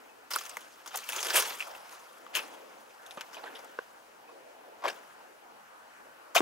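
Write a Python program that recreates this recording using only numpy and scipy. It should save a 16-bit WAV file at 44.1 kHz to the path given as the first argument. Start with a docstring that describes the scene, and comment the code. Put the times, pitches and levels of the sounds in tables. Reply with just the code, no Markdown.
"""Someone steps, shifts and crouches on dry leaves over bare soil, a step or two from a camera's two microphone ports.
From the start the open air hushes (flickering bands of noise) and leaves rustle (tiny cracks that ring leaf bands),
with a faint falling chirp early and another late. Soon leaves crush and snap (shaped bursts of cracks)
and twigs tick (damped sines). About halfway dull knocks begin (a few swelling modes with grit),
and the last of them lands among loud crushes and ticks near the end."""
import sys
import numpy as np
from scipy import signal
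from scipy.fft import rfft, irfft, next_fast_len
from scipy.io import wavfile
from scipy.ndimage import uniform_filter1d

SR = 44100
rng = np.random.default_rng(int(sys.argv[2]) if len(sys.argv) > 2 else 0)


def wav_out(sig):
    """Save sig, one row per channel (or a flat mono array), as 16-bit PCM at SR to the path in sys.argv[1]."""
    wavfile.write(sys.argv[1], SR, np.round(np.clip(np.atleast_2d(sig).T, -1, 1) * 32767).astype(np.int16))


N = 282681
BANDS_HZ = 160 * 2 ** (np.arange(21) / 3)  # bands of the leaf sounds, three to the octave


def undb(db):
    """Decibels to an amplitude factor."""
    return 10 ** (np.asarray(db) / 20)


def over_hz(hz, table, axis=1):
    """Read a column of a spectrum table on a log-frequency axis."""
    table = np.array(table, float)
    return np.interp(np.log(np.maximum(hz, 1)), np.log(table[:, 0]), table[:, axis])


def over_time(table):
    """Columns of a curve table, one value a sample."""
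    times, *columns = np.transpose(table)
    return [np.interp(np.arange(N) / SR, times, column) for column in columns]


def walk(rate):
    """Random levels held 1 / rate seconds and smoothed twice over that span."""
    hold = int(SR / rate)
    steps = np.repeat(rng.standard_normal(N // hold + 1), hold)
    return uniform_filter1d(uniform_filter1d(steps, hold), hold)[:N]


def pair(alike):
    """Left and right noise sharing a middle, with the given likeness (0 to 1)."""
    mid, side = rng.standard_normal((2, N))
    return np.sqrt((1 + alike) / 2) * mid + np.sqrt((1 - alike) / 2) * side * np.array([[1], [-1]])


# The two microphone ports: (frequency [Hz], phase lead of the right [rad], likeness of near sounds [0-1],
# likeness of the air [0-1], left minus right [dB])
PORT_SPACING = [(40, 0, .98, .6, -1), (200, .7, .96, .6, 0), (600, 1.0, .97, .6, .5),
                (1400, 1.0, .94, .5, 2.5), (3000, 1.05, .84, .22, .5), (5000, .6, .68, .25, 1.5),
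                (7000, .15, .72, .3, 1.5), (15000, .1, .62, .4, 1.5)]


def ports(x, lead):
    """The ports shift phase and level against each other, by frequency; lead scales the phase."""
    size = next_fast_len(N + SR // 10)
    hz = np.fft.rfftfreq(size, 1 / SR)
    level = undb(over_hz(hz, PORT_SPACING, axis=4) / 2)
    left = level * np.exp(-.5j * lead * over_hz(hz, PORT_SPACING))
    return irfft(rfft(x, size) * np.array([left, 1 / left]), size)[:, :N]


# Spectrum of the open air: (frequency [Hz], relative density [dB])
AIR_SPECTRUM = [(15, -65), (25, -25), (120, -22.5), (277, -6.5), (317, -6.5), (373, -6), (516, 0.5),
                (887, 0), (1160, -4), (1480, -3), (2000, -10), (2990, -12.5), (3430, -18.5), (14400, -26.5),
                (16000, -28)]
# Foliage stirred by the movement, heard as departures of the level from its median:
# (time [s], level [dB], weight added to the lows and taken from the mids or back [dB])
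WASH_SWELL = [(0.0, -60, 4.5), (0.36, -59.5, -3), (0.48, -50.5, -6.5), (0.89, -63, 3), (1.05, -52.5, -9),
              (1.34, -44, 1), (1.68, -50, -5), (2.21, -58, 0.5), (2.43, -47, -0.5), (2.6, -56, 9.5),
              (2.9, -58.5, -1), (3.36, -52, -3.5), (3.5, -50, 5), (3.84, -56.5, -2), (4.14, -60, -0.5),
              (4.39, -59, 7), (4.77, -54, -2), (4.9, -51, -1), (5.34, -59, 1.5), (5.6, -57, -3),
              (6.41, -56, -1.5)]
# How far each part of the wash follows it: (frequency [Hz], share of the level swell, share of the weight)
WASH_FOLLOW = [(151, 0.12, -0.21), (445, 0.78, 0.94), (1030, 0.6, -0.41), (2600, 0.73, 0.38),
               (5040, 0.07, 0.046)]
AIR_RMS_DB = -51.5  # at the ports' entrance


def air():
    """Foliage all round swells as leaves are stirred and flickers by band; the spectrum's ends swell little."""
    wash_db, weight_db = over_time(WASH_SWELL)
    swell_db = wash_db - np.median(wash_db)
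    hz = np.fft.rfftfreq(N, 1 / SR)
    out = 0
    for centre in 25 * 2 ** (np.arange(20) / 2):
        # triangular half-octave bands that overlap to a flat power
        share = np.clip(1 - 2 * abs(np.log2(np.maximum(hz, 1) / centre)), 0, 1)
        noise = rfft(pair(over_hz(centre, PORT_SPACING, axis=3)))
        band = irfft(noise * np.sqrt(share) * undb(over_hz(hz, AIR_SPECTRUM)), N)
        flicker_db = np.interp(np.log(centre), np.log([300, 1500, 5000]), [3.5, 2.5, 1.2])
        level_db = over_hz(centre, WASH_FOLLOW) * swell_db
        level_db = level_db + over_hz(centre, WASH_FOLLOW, axis=2) * weight_db
        out = out + band * undb(level_db + flicker_db * walk(20))
    return out * undb(AIR_RMS_DB) / np.sqrt(np.mean(out ** 2))


def cracks(per_s, scatter_db):
    """Moments at which a leaf cell breaks, many small and few large; rms 1."""
    size = np.minimum(rng.exponential(size=N), 4)
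    x = (rng.random(N) < per_s / SR) * undb(scatter_db * size)
    return x / np.sqrt(np.mean(x ** 2))


def tilt_db(hz, body_db, crisp_db):
    """Body fades in from 1780 Hz down, crispness from 3920 Hz up, each in full an octave on."""
    body = np.clip(np.log2(1780.0 / hz), 0, 1)
    crisp = np.clip(np.log2(hz / 3920.0), 0, 1)
    return body * body_db + crisp * crisp_db


# Leaves rustling under load: (time [s], level [dB], body relative to it [dB])
RUSTLE_CURVE = [(0.0, -61.5, 8), (0.29, -68, 9), (0.4, -43, -9), (0.66, -55, -7), (0.88, -57.5, 11),
                (1.03, -48, -18), (1.16, -35.5, -0.5), (1.28, -37.5, -3), (1.37, -28, 0), (1.66, -49, -2.5),
                (2.02, -55.5, 6), (2.33, -60, 2), (2.42, -45.5, 0), (2.56, -57, 11.5), (3.0, -60.5, 4),
                (3.37, -55, -5), (3.6, -56.5, -3), (4.02, -65.5, -7), (4.75, -75, 15), (4.9, -53, 6),
                (5.3, -72, 5), (6.41, -67, 12)]
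RUSTLE_CRISP_DB = -4  # relative to the level


def rustle():
    """A dense shower of fine cracks follows the load in clumps; returns it with its body curve."""
    rustle_db, body_db = over_time(RUSTLE_CURVE)
    return cracks(per_s=9000., scatter_db=1.0) * undb(rustle_db + 1.78 * walk(110)), body_db


# Colour that ground and microphone give the leaf bands: (frequency [Hz], relative gain [dB])
LEAF_GAIN = [(59, -70), (100, -20), (271, -31), (343, -16), (570, -7), (691, -12.5), (1170, -4), (1520, -7),
             (2000, -11), (3050, -7.5), (3700, -17), (6020, -9), (7770, -15), (10500, -14), (16000, -18)]


def leaves():
    """The same cracks of rustle and breaks excite every band, each with its own random strength."""
    fine, body_db = rustle()
    shapes = break_shapes(cracks(per_s=6000., scatter_db=4.0), colour_db=3.0, ring_db=8.0, ring_octaves=0.13)
    out = 0
    for k, hz in enumerate(BANDS_HZ):
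        # each band of the rustle flickers at random
        rustle_push = fine * undb(tilt_db(hz, body_db, RUSTLE_CRISP_DB) + 1.9 * walk(60))
        push = rustle_push * np.ones((2, 1))
        for start, burst, first, band_db in shapes:
            push[:, start:start + burst.shape[1]] += burst * undb(band_db[k])
        push = push * undb(3.05 * walk(90)) * pair(over_hz(hz, PORT_SPACING, axis=2))
        for start, burst, first, band_db in shapes:
            # the clean first crack comes 0.5 ms in, with its sign alternating from band to band
            push[:, start + SR // 2000] += (-1) ** k * first * undb(band_db[k])
        edges = [hz / 2 ** (1 / 6), hz * 2 ** (1 / 6)]
        resonance = signal.butter(2, edges, "band", fs=SR, output="sos")
        out = out + undb(over_hz(hz, LEAF_GAIN) + 10.5) * signal.sosfilt(resonance, push)
    return out


# Faint falling chirps, perhaps a far bird: (time [s], level [dB], start [Hz], end [Hz], length [s])
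FAR_CHIRPS = [(0.084, -57.5, 2600, 2480, 0.12), (4.275, -54.5, 2560, 2500, 0.085)]


def chirps():
    """Thin tones that start quickly, sink and fade."""
    out = np.zeros(N)
    for s, db, from_hz, to_hz, length in FAR_CHIRPS:
        start = int(s * SR)
        u = np.arange(int(length * SR)) / (length * SR)
        phase = 2 * np.pi * np.cumsum(from_hz + (to_hz - from_hz) * u) / SR
        envelope = np.minimum(u / .08, 1) * (1 - u) ** 2
        out[start:start + len(u)] += np.sin(phase) * envelope * undb(db)
    return out


# Leaves crushed under a sole: (time [s], level [dB], body relative [dB], crispness relative [dB],
# ring [Hz], left minus right [dB], rise [ms], hold [ms])
SOLE_CRUSHES = [(0.3047, -31, -4.5, -1, 1204, 0, 1.5, 20), (0.334, -38, -7, -4, 5700, -7, 1.3, 25),
                (0.3569, -32.5, 3.5, 6, 8900, 3, 1.6, 1.8), (0.493, -40.5, -17, -0.5, 7400, 0, 1.5, 1.8),
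                (0.928, -34.5, 1.5, -11, 806, -1, 17.5, 5.9), (0.976, -43.5, 0, -2, 910, -1, 1.5, 23),
                (1.16, -35, 5, 1.5, 9600, -2, 4, 3), (1.178, -38, 2, -4, 3140, -1, 5, 9),
                (1.227, -32, 3, 2, 5170, 0, 1.6, 2), (1.255, -34, 8.5, -2, 3230, -2, 5, 8.8),
                (1.283, -36.5, 2, 0, 1380, 0, 3, 3.7), (1.295, -27, -6, -4, 5640, -2, 5.4, 5.8),
                (1.332, -27, .5, -1, 2940, -3, 6, 15), (1.351, -22, -3.5, 0, 9580, 1.5, 7.5, 8.4),
                (1.372, -28, 3.5, -2, 2940, -4, 2.5, 11.4), (1.389, -33, 2, 1.5, 6000, 1, 4.4, 10),
                (1.42, -39.5, 8, 1, 2970, -6, 3.1, 6.3), (1.446, -39, 2, -3, 2870, -2, 8, 31),
                (1.494, -47, 8, -2, 1720, -3, 3.1, 5.6), (1.667, -50, 16, 0, 760, 0, 2.4, 10),
                (1.905, -51, -8, -2.5, 10500, -1, 2.3, 30), (2.331, -33, -4, -11, 1650, 1, 18, 17.6),
                (2.357, -34, -0.5, 3.5, 2640, 2, 1.5, 13.2), (2.389, -41.5, -1, -33, 1600, -1, 3, 7.7),
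                (3.17, -42.5, 13.5, -24, 1260, -2, 3.5, 3), (3.181, -51, 5, -18, 1510, -1, 2, 21),
                (3.329, -43.5, -9, -13, 1480, 5, 2.3, 6), (3.343, -47.5, -12, -8, 3140, 2, 2.5, 7.3),
                (3.363, -47, 9, -27, 650, 0, 3, 5.4), (3.432, -44, 16, -32, 774, -6, 3.1, 4.5),
                (3.454, -46.5, 8.5, -21, 1620, -4, 4.7, 12), (3.522, -55, 13.5, -19, 830, -4, 3, 18),
                (3.548, -43.5, -6, -13, 3040, 2, 7, 9.9), (3.628, -55.5, 15.5, -11, 810, 2, 3.9, 14),
                (4.286, -58, 17.5, -26, 900, -3, 6.3, 7.4), (4.821, -47.5, 11, -35, 1000, 1, 1, 15),
                (4.839, -36, 15, -13, 563, 1.5, 1.3, 22), (4.863, -40.5, 0, -30, 870, -5, 3.4, 5.9),
                (4.881, -32.5, 4, -7.5, 1590, 1, 1, 4.4), (4.897, -44, -13, -10, 5370, 3, 2.1, 9.8),
                (6.347, -22.5, 4, -2, 1140, 3.5, 5.6, 4.4), (6.357, -19, -0.5, -10, 645, 2.5, 1.9, 10.2),
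                (6.372, -29, 7, -14, 860, 9, 2, 3.2), (6.379, -38, -9, 0.5, 3470, 4, 1.5, 10.4)]


def crushes():
    """Presses with their own rise and hold; a longer press fades longer. Rise, hold, t60 in seconds."""
    return [(*row[:6], row[6] / 1000, row[7] / 1000, 0.019 + 6.75 * row[7] / 1000) for row in SOLE_CRUSHES]


# Leaves that snap at once: (time [s], level [dB], body relative [dB], crispness relative [dB],
# ring [Hz], left minus right [dB], fade t60 [s])
LEAF_SNAPS = [(0.3856, -41.5, 1, 2, 3100, 4, .061), (0.409, -48, 9, -2, 1280, 1, 0.041),
              (0.436, -45, -6, -5, 10680, -5, 0.069), (0.453, -44.5, 1, 2, 9500, 8, .03),
              (0.462, -43, -19, 0, 3270, -3, 0.047), (0.5689, -36, 6, -1, 2060, 1, .02),
              (0.607, -50, 3, -2, 2330, 0, 0.18), (0.8597, -39.5, 2, -3, 1060, 1, 0.052),
              (0.8746, -41, -3, -5.5, 5330, 0, 0.12), (0.907, -44.5, -4, -18, 2500, 0, 0.22),
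              (0.9564, -37, -10, 4.5, 9100, 0, 0.08), (0.9713, -37.5, 5, 8, 7800, 1, .023),
              (1.089, -32.5, 0.5, -1, 2940, 1, 0.061), (1.122, -37, -1, -1, 3140, -2, 0.07),
              (1.131, -36, -1, 0, 2580, 1, 0.029), (1.204, -46.5, 11, 7, 6630, 0, 0.11),
              (1.098, -40, -6, 3, 5700, 1, .025), (1.317, -44, 6, -10, 5290, -4, .029),
              (1.247, -33.5, 0, 2, 7240, 1, .053), (1.04, -51, -10, 7, 6550, 0, .03),
              (1.585, -53, -10, 8.5, 7750, 0, .05), (1.596, -51, -15, 8.5, 2330, 2, 0.11),
              (1.603, -36, -13, -19, 2640, -1, 0.053), (1.624, -42, -3, -5, 2530, -2, 0.093),
              (1.749, -47, -1, -31, 2650, 3, 0.041), (1.893, -43.5, -18, -5, 4780, -3, 0.038),
              (2.264, -49, 7.5, -25, 1340, 1, .04), (2.351, -27.5, -25, -2.5, 3040, 2, 0.062),
              (3.0628, -47, -21, 0, 3700, 1, 0.063), (3.109, -41, -11, -8.5, 3530, 5, .048),
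              (3.209, -34, -4, -11, 2870, 3.5, 0.037), (3.378, -44, 4, -28, 686, -7, 0.088),
              (3.502, -51, 9, -28, 1200, -3, 0.027), (3.59, -48, 12.5, -8, 5440, 0, 0.044),
              (3.645, -57.5, -10, 6.5, 7800, 3, 0.023), (3.4385, -53, 4, -18, 895, -4, .03),
              (4.878, -41, 10, -8, 2350, 11, .03), (5.031, -57, 11, -3, 1640, 3, 0.048)]
SNAP_RISE_S, SNAP_HOLD_S = 0.64e-3, 1.3e-3


def snaps():
    """Single leaves give way suddenly, all with one short rise and hold. Rise, hold, t60 in seconds."""
    return [(*row[:6], SNAP_RISE_S, SNAP_HOLD_S, row[6]) for row in LEAF_SNAPS]


def break_shapes(grain, colour_db, ring_db, ring_octaves):
    """Each break swells, holds and fades, favouring one ring: (start, shower, first crack, dB per band)."""
    shapes = []
    for s, db, body_db, crisp_db, hz, pan, rise, hold, t60 in snaps() + crushes():
        start = int(s * SR)
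        t = np.arange(min(int((rise + hold + t60) * SR), N - start)) / SR
        shape = np.minimum(t / rise, 1) * undb(-60 * np.maximum(t - rise - hold, 0) / t60)
        burst = shape * grain[start:start + len(t)]
        # the break's energy is set, its grains are chance
        burst = burst * np.sqrt(np.sum(shape ** 2) / np.sum(burst ** 2))
        sides = undb([[pan / 2], [-pan / 2]])
        # a break leads with one clean crack, up to 9 times the shower's rms, weaker the slower its rise
        first = 9.0 * np.exp(-(rise / 0.0012) ** 2) * sides[:, 0]
        ring = ring_db * np.exp(-(np.log2(BANDS_HZ / hz) / ring_octaves) ** 2)
        colour = colour_db * rng.standard_normal(len(BANDS_HZ))
        band_db = db + tilt_db(BANDS_HZ, body_db, crisp_db) + ring + colour
        shapes.append((start, burst * sides, first, band_db))
    return shapes


# Twigs and stalks that ring as they crack: (time [s], level [dB], ring [Hz], left minus right [dB], t60 [s])
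TWIG_TICKS = [(0.4114, -36, 1260, -4, .03), (.569, -28.5, 2080, -3, .02), (1.5965, -32, 2330, -4, 0.018),
              (1.6053, -25, 2680, -1, 0.013), (1.609, -35, 2550, -1, .018), (1.624, -22, 2460, 2, 0.0095),
              (1.750, -37, 2670, 0, 0.022), (2.3528, -15, 2990, 3, .012), (3.064, -39, 3630, -3, 0.0085),
              (3.1088, -31, 3490, 2, 0.0072), (3.2108, -34.5, 1540, -2, 0.023), (3.346, -38, 3130, 2, .03),
              (4.8465, -24, 570, 1, 0.045), (6.3509, -21, 1144, 1, 0.042), (4.8792, -25, 2290, 5, 0.018),
              (6.3605, -10, 691, -5, 0.038), (6.3815, -22.5, 3670, 5, 0.044)]


def ticks():
    """One damped mode for each cracking twig."""
    out = np.zeros((2, N))
    for s, db, hz, pan, t60 in TWIG_TICKS:
        start = int(s * SR)
        t = np.arange(min(int(t60 * SR), N - start)) / SR
        onset = 1 - np.exp(-2 * hz * t)
        ring = np.sin(2 * np.pi * hz * t) * onset * undb(db - 60 * t / t60)
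        out[:, start:start + len(t)] += ring * undb([[pan / 2], [-pan / 2]])
    return out


# Dull knocks of a shoe or something set down on soil: (time [s], level [dB], pitch [Hz],
# overtone tilt [dB per octave], left minus right [dB], half the time to the envelope's peak [ms])
SOIL_KNOCKS = [(3.172, -35, 173, -2, 1, 1.1), (3.7874, -27, 480, 0, -1.5, 1.05),
               (6.403, -16.5, 338, -5.5, -0.5, 1.26)]
# Modes of the knock, coloured by ground and microphone: (multiple of the pitch, level [dB])
MODES_OF_KNOCK = [(1, 0), (2.25, -2.5), (3.201, 0.5), (5.8, -13.5)]


def knocks():
    """A soft push swells a few modes, coloured by ground and microphone, that die at once; grit crunches along."""
    out = np.zeros((2, N))
    grit_band = signal.butter(2, [500, 2200], "band", fs=SR, output="sos")
    for s, db, hz, over_db, pan, swell in SOIL_KNOCKS:
        start = int(s * SR)
        t = np.arange(min(SR // 20, N - start)) / SR
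        ring = sum(undb(mode_db + over_db * np.log2(multiple)) * np.sin(2 * np.pi * hz * multiple * t)
                   for multiple, mode_db in MODES_OF_KNOCK)
        grit = signal.sosfilt(grit_band, rng.standard_normal(len(t)))
        u = t / (2 * swell / 1000)
        push = (u * np.exp(1 - u)) ** 2
        out[:, start:start + len(t)] += (ring + undb(-2.5) * grit) * push * undb([[db + pan / 2], [db - pan / 2]])
    return out


def scene():
    """Near sounds scatter briefly off ground and plants; the air comes from all round."""
    near = leaves() + ticks() + knocks()
    t = np.arange(int(.15 * SR)) / SR
    scatter = rng.standard_normal((2, len(t))) * undb(-43.0 - 60 * t / .1)  # t60 0.1 s
    # leaves and twigs scatter only short waves
    thin = signal.sosfilt(signal.butter(2, 800, "high", fs=SR, output="sos"), near)
    near = near + signal.fftconvolve(thin, scatter, axes=1)[:, :N]
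    # little of the near leaves, ticks and knocks is heard below 243 Hz
    near_low_cut = signal.butter(3, 243, "high", fs=SR, output="sos")
    near = signal.sosfilt(near_low_cut, near)
    # sound from all round widens the phase lead
    return ports(near, lead=1) + ports(air() + chirps(), lead=1.63)


def record(dry):
    """The camera cuts the top steeply above 15750 Hz."""
    return signal.sosfilt(signal.ellip(12, .2, 90, 15750, fs=SR, output="sos"), dry)


dry = scene()
out = record(dry)
wav_out(out)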